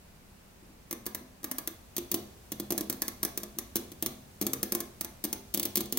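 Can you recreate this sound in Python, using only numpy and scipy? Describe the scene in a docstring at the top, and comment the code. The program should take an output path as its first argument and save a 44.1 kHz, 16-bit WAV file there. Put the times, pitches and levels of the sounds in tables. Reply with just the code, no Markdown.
"""Magnetic balls snapping onto a stack

A table in a small quiet room, heard from close by on a two-port stereo microphone. A strand of small
magnetic balls is wound onto a hollow stack that a hand steadies. Ball after ball jumps into place with
a bright tick and a brief rattle, and each snap thumps the table top. The room answers; the fingers
shift softly on the stack over a faint hum and hiss."""
import sys
import numpy as np
from scipy import signal
from scipy.fft import rfft, irfft, next_fast_len
from scipy.io import wavfile
from scipy.ndimage import uniform_filter1d

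SR = 44100
rng = np.random.default_rng(int(sys.argv[2]) if len(sys.argv) > 2 else 0)


def wrap_up_sound(samples):
    """Save the sound to the file named by the first command line argument, as 16-bit audio."""
    columns = np.atleast_2d(samples).T
    # keep every value between -1 and 1, then stretch to whole-number steps
    tamed = np.clip(columns, -1, 1)
    steps = np.round(tamed * 32767).astype(np.int16)
    wavfile.write(sys.argv[1], SR, steps)


N = 263718


def from_db(db):
    return 10 ** (np.asarray(db) / 20)


def unit_energy(x):
    return x / np.sqrt(np.mean(np.sum(x ** 2, axis=-1)) + 1e-20)


def at_hz(points, hz, column=1):
    """Reads a column of a table on a log-frequency axis."""
    points = np.array(points)
    return np.interp(np.log(np.maximum(hz, 1)), np.log(points[:, 0]), points[:, column])


def dying(t, t60):
    """An envelope that starts at t = 0 and loses 60 dB in t60 seconds."""
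    return (t >= 0) * np.exp(-np.log(1000) * np.maximum(t, 0) / t60)


def causal(gain_db):
    """The minimum-phase response with these gains: nothing sounds before its cause."""
    cepstrum = irfft(gain_db * np.log(10) / 20)
    half = len(cepstrum) // 2
    cepstrum[1:half] *= 2
    cepstrum[half + 1:] = 0
    return np.exp(rfft(cepstrum))


def add(out, sound, start_s):
    start = int(round(start_s * SR))
    out[..., start:start + sound.shape[-1]] += sound[..., :N - start]


# How alike the background is at the two ports: frequency_hz, correlation (0-1)
PORT_LIKENESS = [(50, 1), (250, 0.72), (700, 0), (2000, 0), (12000, 0)]
def steady_noise(spectrum):
    """Stereo noise of rms 1, alike in both channels in the bass."""
    hz = np.fft.rfftfreq(N, 1 / SR)
    mid, side = rfft(rng.standard_normal((2, N))) * from_db(at_hz(spectrum, hz)) * (hz > 15)
    alike = np.clip(at_hz(PORT_LIKENESS, hz), 0, 1)
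    stereo = np.sqrt(1 + alike) * mid + np.sqrt(1 - alike) * side * [[1], [-1]]
    return np.sqrt(N) * unit_energy(irfft(stereo, N))


# The still room all around the microphone: frequency_hz, relative_density_db
AIR_SPECTRUM = [(12, -32), (20, -4), (53, -16.5), (77, -20.5), (187, -7), (301, -18), (558, -18),
                (923, -21), (1290, -24), (2820, -27.5), (3160, -31), (4060, -31), (16000, -37)]
def room_tone(hiss_db=-57.5, hum_db=-67.5, hum_hz=50):
    """A steady hiss with a faint, pure hum under it."""
    hum = np.sqrt(2) * np.sin(2 * np.pi * hum_hz * np.arange(N) / SR)
    return from_db(hiss_db) * steady_noise(AIR_SPECTRUM) + from_db(hum_db) * hum


def grip_db(time_s, loose_db=-4.5, firms_at_s=1.45, firming_s=0.67):
    """The hand holds the stack loosely at first, then firmly (0 dB)."""
    return loose_db * (1 - np.clip((time_s - firms_at_s) / firming_s, 0, 1))


# Hands on the table, near the microphone: frequency_hz, relative_density_db
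HAND_SPECTRUM = [(25, -18), (55, 4.5), (85, 4.5), (105, 1.5), (130, -3.5), (165, -4), (300, -9.5),
                 (700, -16), (2000, -22.5)]
def hand_rumble(firm_level_db=-55):
    """The hands rumble on the table, louder once the grip firms."""
    return from_db(firm_level_db + grip_db(np.arange(N) / SR)) * steady_noise(HAND_SPECTRUM)


# The small room's walls, heard from the table: frequency_hz, gain_db, t60_s
WALL_DECAY = [(280, -13, 0.13), (595, 3, 0.66), (1380, -1.5, 0.36), (3370, -5.5, 0.49), (6050, -13.5, 0.46),
              (14200, -12.5, 0.28)]
def wall_tail(x, delay_s=0.006, apart_hz=700):
    """Reflections from the walls: noise that dies band by band, different at each port."""
    t, response = np.arange(SR * 3 // 5) / SR, 0
    edges_hz = np.geomspace(150, 18000, 11)
    for low, high in zip(edges_hz, edges_hz[1:]):
        hz = np.sqrt(low * high)
        decay = dying(t - delay_s, at_hz(WALL_DECAY, hz, column=2))
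        tail = unit_energy(rng.standard_normal((2, len(t))) * decay)
        band = signal.butter(2, [low, high], "band", fs=SR, output="sos")
        response = response + from_db(at_hz(WALL_DECAY, hz)) * signal.sosfilt(band, tail)
    # long waves reach both ports alike
    side = signal.sosfilt(signal.butter(1, apart_hz, "high", fs=SR, output="sos"), response[1])
    stereo = (response[0] + side * [[1], [-1]]) / np.sqrt(2)
    return signal.fftconvolve(x, stereo, axes=1)[:, :N]


def drifting_tail(x, drift_hz=1.7):
    """The room's tail drifts between two noise patterns: smooth, its grain changing from snap to snap."""
    angle = 2 * np.pi * drift_hz * np.arange(N) / SR
    return wall_tail(x * np.cos(angle)) + wall_tail(x * np.sin(angle))


# The microphone's left port against its right: frequency_hz, phase_lead_rad, level_db
MIC_PORTS = [(200, 0.04, -0.1), (1000, 0.28, -2.5), (3100, 0.052, -1.5), (5460, 1.78, 1), (9000, 1.37, 0),
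             (12700, 0.5, 1.7), (16000, 0.79, 2)]
def at_microphone(x):
    """The direct sound reaches the two ports slightly out of step and unequal in level."""
    size = next_fast_len(N + SR // 10)
    hz, half = np.fft.rfftfreq(size, 1 / SR), np.array([[.5], [-.5]])
    phase = np.exp(1j * half * at_hz(MIC_PORTS, hz))
    gain = from_db(half * at_hz(MIC_PORTS, hz, column=2))
    return irfft(rfft(x, size) * phase * gain, size)[:, :N]


# Modes of the table top under the stack: pitch_hz, gain_db, t60_s
TABLE_MODES = [(91.3, -12, 0.6), (131.7, -15.5, 0.99), (210.4, -9.5, 0.57), (228.2, -10.5, 0.35),
               (254.7, -11.5, 0.46), (298.5, -0.5, 0.094), (335.1, -1, 0.15), (355.4, -13, 0.3),
               (404, -26.5, 0.81), (446.6, -19, 0.15), (485.5, -26.5, 0.32), (532, -21.5, 0.28),
               (599, -31, 0.61), (622, -18, 0.15), (707, -20, 0.051), (751.7, -28, 0.3), (872, -30, 0.23),
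               (1040, -13, 0.033), (1243, -41, 0.17)]
def table_top(blows, gain_db, spread_db, lowpass_hz, detune=0.0238, radiate_hz=195):
    """Blows (start_s, level_db) ring the table; the grip shifts its modes a little each time."""
    t, out = np.arange(SR // 3) / SR, np.zeros(N)
    pitch_hz, mode_db, t60 = np.transpose(TABLE_MODES)[:, :, None]
    decay = dying(t, t60)
    for start_s, level_db in blows:
        level_jitter, pitch_jitter = rng.standard_normal((2, len(TABLE_MODES), 1))
        modes = np.sin(2 * np.pi * pitch_hz * (1 + detune * pitch_jitter) * t) * decay
        thump = np.sum(from_db(mode_db + spread_db * level_jitter) * modes, axis=0)
        add(out, -from_db(level_db + gain_db) * thump, start_s)
    # a panel radiates little in the deep bass
    return signal.sosfilt(signal.butter(2, [radiate_hz, lowpass_hz], "band", fs=SR, output="sos"), out)


# Fingers shifting on the stack, close by: start_s, relative_level_db
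FINGER_NUDGES = [(.625, -50), (.70, -54), (1.21, -45.5), (2.41, -76), (3.568, -43)]
def finger_nudges():
    """Soft pushes pass through the stack into the table as dull bumps."""
    return table_top(FINGER_NUDGES, gain_db=-1, spread_db=4, lowpass_hz=380)


def evened(force, width_hz=1200):
    """Spectrum of a burst of hard contacts: no broad peaks or dips, unit energy."""
    spectrum = rfft(force)
    bins = int(width_hz * force.shape[-1] / SR)
    power = uniform_filter1d(np.mean(np.abs(spectrum) ** 2, axis=0), bins)
    return spectrum * causal(-10 * np.log10(power + 1e-12))


def touches(t, t60, stereo_spread=0.79):
    """Spectrum of a dying burst of tiny touches. Squared noise gives a few hard among many light."""
    noise = rng.standard_normal(len(t)) + stereo_spread * rng.standard_normal((2, len(t)))
    return evened(noise * np.abs(noise) * dying(t, t60))


# The neighbouring balls' duller rattle against the crack: frequency_hz, relative_level_db
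RATTLE_COLOUR = [(600, 7), (2000, 20), (4000, -0.5), (8000, -1), (13000, -5.5)]
def snap_force(t, hz, rattle_spread_db=2, approach_db=-19, scatter_db=-10):
    """Spectrum of a snap: grazing touches as the ball closes in, a hard crack, then neighbours rattle."""
    crack = evened(np.tanh(rng.standard_normal((1, len(t)))) * dying(t, t60=0.0022), width_hz=4300)
    rattle_gain = from_db(rattle_spread_db * rng.standard_normal()) * causal(at_hz(RATTLE_COLOUR, hz))
    rattle = rattle_gain * touches(t - 0.0007, t60=0.036)
    # crack and rattle share the energy of the blow
    blow = (crack + rattle) * causal(-10 * np.log10(1 + np.abs(rattle_gain) ** 2))
    approach = from_db(approach_db) * touches(-t, t60=0.011)
    # a brief scattered echo, different for every snap
    scatter = from_db(scatter_db) * touches(t - 0.0042, t60=0.01, stereo_spread=0.69)
    return blow + approach + scatter


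# Resonances of the hollow stack: pitch_hz, width_hz, gain_db
STACK_MODES = [(1728, 76, 8), (2100, 180, 2.5), (3430, 98, 6), (4540, 680, 4), (5610, 140, 5),
               (6167, 160, 8.5), (8720, 620, 4.5), (12240, 1360, 1.5), (14100, 770, 8.5),
               (15900, 600, 11.5)]
def stack_ring(hz, detune=0.01):
    """The stack's response: every seat on the rim rings at slightly different pitches."""
    shifts = 1 + detune * rng.standard_normal(len(STACK_MODES))
    return 1 + sum((from_db(gain_db) - 1) / (1 + 2j * (hz - pitch_hz * shift) / width_hz)
                   for (pitch_hz, width_hz, gain_db), shift in zip(STACK_MODES, shifts))


# Where the strand meets the rim, counted from the far side: time_s, angle_turns
WINDING_PATH = [(0.8, 0.04), (1.5, 0.27), (2.1, 0.72), (2.6, 0.87), (3.0, 1.2), (4.0, 1.57), (4.45, 2.04),
                (5.2, 2.32), (5.55, 2.72), (5.98, 2.8)]
def rim_openness(time_s, open_side_turns=0.22):
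    """The strand circles the rim: -1 at the fingers, +1 on the open side opposite them."""
    angle_turns = np.interp(time_s, *np.transpose(WINDING_PATH))
    return np.cos(2 * np.pi * (angle_turns - open_side_turns))


# Knock, snap, clack and tick of a typical blow:
# frequency_hz, relative_level_db, db_per_strength_db, db_per_grip_db, open_side_db
SNAP_BANDS = [(1490, -39.5, 0.88, 0, 4.5), (3100, -33.5, 0.7, 0.5, -3), (5400, -27.5, 0.82, 1.0, 0.04),
              (12700, -23.5, 1, 0.5, 0)]
# Colour of one ball striking another: frequency_hz, gain_db
CONTACT_COLOUR = [(130, 0), (300, 1), (600, 9), (900, 1), (1150, 8), (1450, -1.5), (2100, 3.5),
                  (2850, -1.5), (3700, 0), (5100, -2.5), (6600, 0.5), (7800, -4.5), (9900, -1),
                  (12000, 0.5), (15000, -5.5)]
def snap_colour_db(start_s, strength_db, hz, typical_strength_db=-22):
    """A snap is brighter when hard, crisper under a firm grip, hollower on the rim's open side."""
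    band_hz, typical_db, per_strength, per_grip, open_db = np.transpose(SNAP_BANDS)
    band_db = typical_db + per_strength * (strength_db - typical_strength_db)
    band_db += per_grip * grip_db(start_s) + open_db * rim_openness(start_s)
    return at_hz(np.transpose([band_hz, band_db]), hz) + at_hz(CONTACT_COLOUR, hz)


# Balls landing on the stack, close to the microphone: start_s, strength_db, relative_thump_db
BALL_SNAPS = [(0.9106, -26, -48), (0.9281, -26, -42), (1.0568, -40, -59), (1.065, -24, -45),
              (1.148, -24, -42), (1.4319, -41, -54.5), (1.443, -24, -42), (1.5141, -22.5, -43.5),
              (1.584, -23, -42.5), (1.6749, -22.5, -44.5), (1.9659, -24.5, -41), (1.9814, -25.5, -39.5),
              (2.1164, -22, -36), (2.143, -21.5, -32), (2.5198, -27, -36.5), (2.5996, -29.5, -36),
              (2.7058, -23.5, -31), (2.7225, -26, -33), (2.7789, -22, -37), (2.809, -28.5, -38.5),
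              (2.8988, -22, -36.5), (2.927, -32.5, -45.5), (3.0202, -20, -39.5), (3.0813, -25, -40.5),
              (3.231, -20, -36), (3.25, -22, -36), (3.3755, -24.5, -40), (3.4335, -31.5, -43),
              (3.5867, -24.5, -39.5), (3.7576, -21, -35.5), (3.7665, -24, -40.5), (3.9185, -41.5, -47),
              (4.0254, -22.5, -34.5), (4.062, -22.5, -34), (4.414, -24, -37.5), (4.4242, -28, -37.5),
              (4.4672, -21.5, -34.5), (4.5339, -21, -34.5), (4.6306, -20, -35.5), (4.7222, -20.5, -32.5),
              (4.7504, -21.5, -35.5), (4.8043, -27, -43.5), (5.0104, -24, -42), (5.0469, -31, -48.5),
              (5.2407, -23.5, -38.5), (5.25, -28, -37), (5.3289, -23, -38.5), (5.5408, -24, -38.5),
              (5.5458, -21.5, -38.5), (5.575, -26, -37.5), (5.5974, -23, -38), (5.63, -24, -43),
              (5.6541, -23.5, -35), (5.7566, -18.5, -41), (5.7715, -21, -37), (5.7765, -25, -38),
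              (5.8066, -26.5, -36), (5.8574, -42, -63), (5.925, -23.5, -37), (5.9736, -20, -37.5)]
def snap_thumps():
    """Each snap passes down through the stack and thumps the table."""
    blows = [(start_s, thump_db) for start_s, _, thump_db in BALL_SNAPS]
    return table_top(blows, gain_db=1.5, spread_db=4.5, lowpass_hz=3100)


def ball_snaps(gain_db=24.5, lead_s=0.004, size=4096):
    """Each ball jumps into its seat, and the force of the contact rings the stack."""
    t, hz = np.arange(size) / SR - lead_s, np.fft.rfftfreq(size, 1 / SR)
    out = np.zeros((2, N))
    for start_s, strength_db, _ in BALL_SNAPS:
        colour = causal(snap_colour_db(start_s, strength_db, hz))
        add(out, irfft(snap_force(t, hz) * stack_ring(hz) * colour), start_s - lead_s)
    return from_db(gain_db) * out


def scene():
    """Table and snaps at the microphone, the walls behind them, over rumble, hum and hiss."""
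    direct = snap_thumps() + finger_nudges() + ball_snaps()
    return at_microphone(direct) + drifting_tail(direct) + hand_rumble() + room_tone()


def record(dry, cutoff_hz=15800):
    """The highest treble is cut steeply."""
    return signal.sosfilt(signal.ellip(8, .3, 70, cutoff_hz, fs=SR, output="sos"), dry)


dry = scene()
out = record(dry)
wrap_up_sound(out)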